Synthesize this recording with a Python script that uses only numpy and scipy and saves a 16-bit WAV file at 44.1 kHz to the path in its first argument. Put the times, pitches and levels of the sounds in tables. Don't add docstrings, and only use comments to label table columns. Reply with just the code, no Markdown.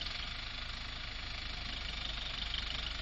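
import sys
import numpy as np
from scipy import signal
from scipy.fft import rfft, irfft, next_fast_len
from scipy.io import wavfile
from scipy.ndimage import uniform_filter1d, map_coordinates

SR = 44100
rng = np.random.default_rng(int(sys.argv[2]) if len(sys.argv) > 2 else 0)


def ratio(d):
    e = np.asarray(d, float) / 20
    return 10 ** e


def store_pcm(level_fs):
    pcm = np.round(np.clip(level_fs, -1, 1) * 32767).astype(np.int16)
    wavfile.write(sys.argv[1], SR, np.atleast_2d(pcm).T)


N = 132741
T = np.arange(N) / SR


def unit(x):
    return x / np.sqrt(np.mean(x ** 2) + 1e-20)


def along(points, hz):
    f, v = np.transpose(points)
    return np.interp(np.log(hz + 1), np.log(f + 1), v)


def wobble(rate):
    return map_coordinates(rng.standard_normal(400), [T * rate])


def filtered(x, gain_db):
    m = next_fast_len(N + 8192)
    gain = ratio(gain_db(np.fft.rfftfreq(m, 1 / SR)))
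    return irfft(rfft(x, m) * gain, m)[:N]


def patchy(patchy_db, size):
    z = signal.stft(rng.standard_normal(N + size), nperseg=size)[2]
    field = uniform_filter1d(rng.standard_normal(z.shape), size=3, axis=0)
    field = uniform_filter1d(field, size=4, axis=1)
    return signal.istft(z * ratio(patchy_db * unit(field)), nperseg=size)[1][:N]


# multiple of the firing rate, level in dB rms, gain under full load in dB.
EXHAUST_ORDERS = [(1, -48, -.7), (2, -51, 4.5), (3, -60.5, 7), (4, -55.5, -9.5), (5, -71, 5), (6, -68, -1),
                  (7, -80, 10), (8, -81, 10), (9, -65, -6), (10, -67, -9)]


def exhaust(turns, load):
    lead = 1.8 - 1.3 * load
    lag = 1.1 - .83 * load
    spread = .075 + .04 * load
    sway_db, sway_rad = .4, .018
    dull_hz, dull_width_hz, dull_db = 46, 1.6, -6
    firing_hz = np.gradient(turns) * SR
    cylinder_db = 1.2 * load * np.cos(np.pi / 2 * (turns - 1.3))
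    total = np.zeros(N)
    for k, db, load_db in EXHAUST_ORDERS:
        level = db + load_db * load + (k > 1) * cylinder_db
        level = level + dull_db * np.exp(-((k * firing_hz - dull_hz) / dull_width_hz) ** 2)
        level = level + sway_db * np.sqrt(k) * wobble(3.9)
        phase = 2 * np.pi * k * turns + lead - lag * k - spread * k ** 3
        phase = phase + sway_rad * k * wobble(15)
        total += np.sqrt(2) * ratio(level) * np.cos(phase)
    return total


# centre in Hz, width in Hz, height in dB.
PANEL_BANDS = [(704, 60, 8.5), (1422, 55, 2.5), (2320, 170, 5.5), (3370, 270, 5.5), (4084, 110, -8),
               (261, 7.2, 6), (620, 4.2, 6.5), (1116, 34, 4), (1636, 36, 4.5), (2957, 280, 5),
               (3600, 28, -4)]


def panels(hz):
    return sum(db / (1 + (2 * (hz - c) / w) ** 2) for c, w, db in PANEL_BANDS)


CYLINDER_DB = [0.16, 2, -0.89, 0.43]
# frequency in Hz, density in dB per Hz.
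BLOCK_SPECTRUM = [(470, -45.5), (800, -12.5), (992, -13), (1210, -3.5), (1540, -7), (2020, -3.5),
                  (3110, -5.5), (4200, -1), (5800, -13.5), (7540, -47), (12800, -120)]
# centre in Hz, width in Hz, depth in dB.
LIGHT_LOAD_DIP = (3100, 410, -3.5)


def clatter(turns, level_db, bright_db, load):
    shifted = turns + .13 + .014 * wobble(26)
    index = np.floor(shifted).astype(int) + 2
    u = shifted % 1
    scatter = (.24 + .6 * load) * rng.standard_normal((100, 2))[index].T
    size_db, top_size_db = np.take(CYLINDER_DB, index % 4) * load + scatter
    rise_turn = .22 * (1 + .5 * np.clip(1 - load, 0, 1))
    rise = np.sin(np.pi / 2 * np.clip(u / rise_turn, 0, 1)) ** 2
    knocks = patchy(1.3, size=256)

    def colour(hz):
        return along(BLOCK_SPECTRUM, np.minimum(hz, 5600)) + panels(hz)

    def band(low_hz, high_hz, gain_db):
        shaped = filtered(knocks, lambda hz: colour(hz) - 60 * ((hz <= low_hz) | (hz > high_hz)))
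        return shaped * rise * ratio(gain_db)

    bursts = band(-1, 2600, size_db - 9.5 * u - 41 * u ** 3)
    bursts += band(2600, 3900, size_db - 3 + 3.1 * load - (9 + 7.5 * load) * u - 13 * u ** 3)
    bursts += band(3900, 5000, top_size_db + bright_db - 6.9 * u - 17 * u ** 3)
    bursts += band(5000, np.inf, -5 + 5.5 * load - (7.5 + 5.5 * load) * u - 9.4 * u ** 3)
    hiss = unit(filtered(patchy(1.0, size=512), colour))
    block = ratio(level_db + 6.5) * unit(unit(bursts) + ratio(-1) * hiss)
    c, w, dip_db = LIGHT_LOAD_DIP
    hollow = filtered(block, lambda hz: dip_db / (1 + (2 * (hz - c) / w) ** 4))
    return load * block + (1 - load) * hollow


# time of the peak in seconds, peak level in dB, pitch in Hz.
CONTACTS = [(.0117, -31, 3070), (0.0158, -31.5, 2940), (0.055, -36, 3500), (0.064, -37, 3320),
            (0.067, -32, 4380), (.1892, -35.5, 3270), (0.2262, -31, 3210), (1.6916, -46, 2870),
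            (1.7262, -34, 2930), (1.734, -35, 3430), (1.7641, -32.5, 3250), (1.887, -30, 2910),
            (2.0497, -32.5, 3050), (2.0542, -28, 3610), (2.0907, -34, 3040), (2.0939, -32, 3400),
            (2.1013, -39, 3540), (2.1787, -41, 3470), (2.2127, -33, 3160), (2.2198, -34.5, 3640),
            (2.2536, -34, 3170), (2.265, -33, 3600), (2.274, -42, 3660), (2.2951, -36, 3380),
            (2.3068, -41, 3420), (2.3786, -30, 3000), (2.387, -31, 3540), (2.4175, -30, 3100),
            (2.4225, -27, 3600), (2.4581, -34.5, 3220), (2.4617, -39, 2940), (2.5034, -38, 3190),
            (2.5407, -25, 3180), (2.5459, -32, 2870), (2.5808, -26.5, 3150), (2.5858, -33, 3000),
            (2.595, -35, 3600), (2.631, -40.5, 3480), (2.7046, -26, 2950), (2.7425, -32, 3170),
            (2.75, -37, 3680), (2.7832, -34, 3160), (2.8295, -41, 3600), (2.866, -27.5, 2950),
            (2.9066, -33, 2930), (2.991, -36, 3600)]
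# frequency in Hz, density in dB per Hz.
RATTLE_SPECTRUM = [(2400, -20.5), (2900, -2.5), (3250, -3), (3550, 0.5), (3900, 1), (4800, -31.5)]


def pings():
    rise_s, rattle_t60_s = .0015, .11
    tone, rattle, t = np.zeros(N + SR), np.zeros(N + SR), T[:SR // 10]
    for s, db, hz in CONTACTS:
        start = round((s - rise_s) * SR)
        at = slice(start, start + len(t))
        shape = t / rise_s * np.exp(1 - t / rise_s)
        tone[at] += ratio(db - 1.5) * shape * np.sin(2 * np.pi * hz * t)
        tail_db = .31 * (db + 33.5) - 50
        rattle[at] += ratio(tail_db - 60 * t / rattle_t60_s) * (1 - np.exp(-t / .0033))
    noise = filtered(rng.standard_normal(N), lambda hz: along(RATTLE_SPECTRUM, hz))
    return tone[:N] + rattle[:N] * unit(noise)


# frequency in Hz, density in dB per Hz.
GEAR_SPECTRUM = [(20, -14), (40, 8.5), (70, -5.5), (130, -12), (243, -19), (416, -26), (699, -24.5),
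                 (1000, -28), (1400, -46)]
# frequency in Hz, level in dB rms, width in Hz, gain under full load in dB.
RINGING_PARTS = [(264.7, -73, 7, -1), (631, -71, 31, 5), (713.6, -71, 15, 0.5), (1207, -73.5, 55, 0),
                 (1431, -61.5, 45, -4), (2025, -68, 16, -11), (2220, -74, 110, -5), (2870, -70, 87, 4),
                 (3480, -59.5, 39, 1), (3640, -66.5, 72, 14), (4077, -62, 59, 0.5)]


def gears(turns, load):
    def colour(hz):
        low_cut = 10 * np.log10(1 + (115 / (hz + 1)) ** 3)
        return along(GEAR_SPECTRUM, hz) + panels(hz) - low_cut

    swell = np.cos(2 * np.pi * (turns - .3))
    rumble = unit(filtered(patchy(1.0, size=512), colour))
    rumble = rumble * ratio(-53.5 + 3.35 * load + .96 * swell + .3 * wobble(2.7))
    rings = np.zeros(N)
    for c, db, w, load_db in RINGING_PARTS:
        noise = rng.standard_normal(N)
        ring = unit(filtered(noise, lambda hz: -20 * np.log10(1 + (2 * (hz - c) / w) ** 2)))
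        rings += ratio(db + load_db * load + 1.5 * wobble(7.5)) * ring
    return rumble + rings * ratio(4.9 * swell)


def breeze():
    noise = filtered(rng.standard_normal(N), lambda hz: -10 * np.log10(1 + (hz / 22) ** 4))
    return ratio(-64) * unit(noise)


# time in seconds, firings a second.
FIRING_RATE = [(0, 23.2), (.15, 23.0), (.3, 26.1), (.5, 26.219), (.9, 26.187), (1.35, 26.264), (1.6, 25.6),
               (1.85, 24.612), (2.1, 24.494), (2.5, 24.481), (3.01, 24.872)]
# time in seconds, clatter level in dB, brightness in dB.
CLATTER_COURSE = [(0, -49.5, 6), (.12, -47.5, 0.5), (.3, -48, -2.5), (.6, -49, -0.5), (1.0, -49, -3),
                  (1.4, -49, 1), (1.8, -49, -1), (2.1, -49, -3.5), (2.4, -49, -0.5), (2.7, -48, -1.5),
                  (3.01, -49, -3)]


def scene():
    turns = -.367 + np.cumsum(np.interp(T, *np.transpose(FIRING_RATE))) / SR
    times, level, bright = np.transpose(CLATTER_COURSE)
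    level_db = np.interp(T, times, level)
    bright_db = np.interp(T, times, bright)
    load = np.interp(T, [0, .3, 1.3, 1.9], [1.0, .05, .19, .93])
    engine = exhaust(turns, load) + clatter(turns, level_db, bright_db, load)
    return (engine + pings() + gears(turns, load) + breeze())[None]


def starved(x, holes, size, count, hold):
    hz, _, z = signal.stft(x, SR, window="cosine", nperseg=size)
    draw = rng.random((len(hz) // count + 1, z.shape[1] // hold + 1))
    draw = np.kron(draw, np.ones((count, hold)))[:len(hz), :z.shape[1]]
    kept = z * (draw > along(holes, hz)[:, None])
    return signal.istft(kept, SR, window="cosine", nperseg=size)[1][:N]


# start in seconds, end in seconds.
TICK_PAUSES = [
    (.4, .66),
    (.9, 1.3),
    (1.94, 2.0),
    (2.07, 2.12),
    (2.26, 2.31),
    (2.39, 2.44),
]
STRONG_TICKS = [0, 5, 10, 11, 13, 29, 45]


def ticks():
    period_s, first_s, length_s, tone_hz = .064, .0428, .0115, 7984
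    u = (T - first_s) % period_s / length_s
    on = 1 - sum((T > a) & (T < b) for a, b in TICK_PAUSES)
    size_db = -73.5 + .9 * rng.standard_normal(60) + 6.5 * np.isin(np.arange(60), STRONG_TICKS)
    size = ratio(size_db[((T - first_s) // period_s).astype(int)])
    burst = (u < 1) * np.sin(np.pi * u)
    return on * burst * size * np.sin(2 * np.pi * tone_hz * T + 2.3 * wobble(100))


def top_cut(x):
    return signal.sosfilt(signal.butter(12, 9050, fs=SR, output="sos"), x)


# frequency in Hz, gain in dB.
RECORDER_RESPONSE = [(5750, -0.5), (6150, -16.5), (6600, -5.5), (7150, -6), (7400, -27.5), (7560, -66),
                     (8400, -58), (8800, -35), (9050, -42)]
# frequency in Hz, chance of dropping out from 0 to 1.
SHORT_HOLES = [(4600, 0), (5200, .18), (5900, .25), (6150, .85), (6400, .85), (6650, .25), (7600, .25),
               (8000, 0), (8400, .35)]
LONG_HOLES = [(4500, 0), (5000, .3), (5700, .4), (6050, .9), (6350, .5), (7200, .45), (8000, 0)]
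# start in seconds, end in seconds.
LONG_SPANS = [
    (.38, .64),
    (.885, 1.29),
]


def record(dry):
    x = filtered(dry[0], lambda hz: along(RECORDER_RESPONSE, hz) - 60 * (hz > 9050))
    spans = sum((T > a) & (T < b) for a, b in LONG_SPANS) * 1.
    long = uniform_filter1d(spans, size=400)
    coarse = starved(x, LONG_HOLES, size=5644, count=4, hold=2)
    fine = starved(x, SHORT_HOLES, size=706, count=5, hold=2)
    mix = long * coarse + (1 - long) * fine + ticks()
    return top_cut(mix[None])


dry = scene()
out = record(dry)
store_pcm(out)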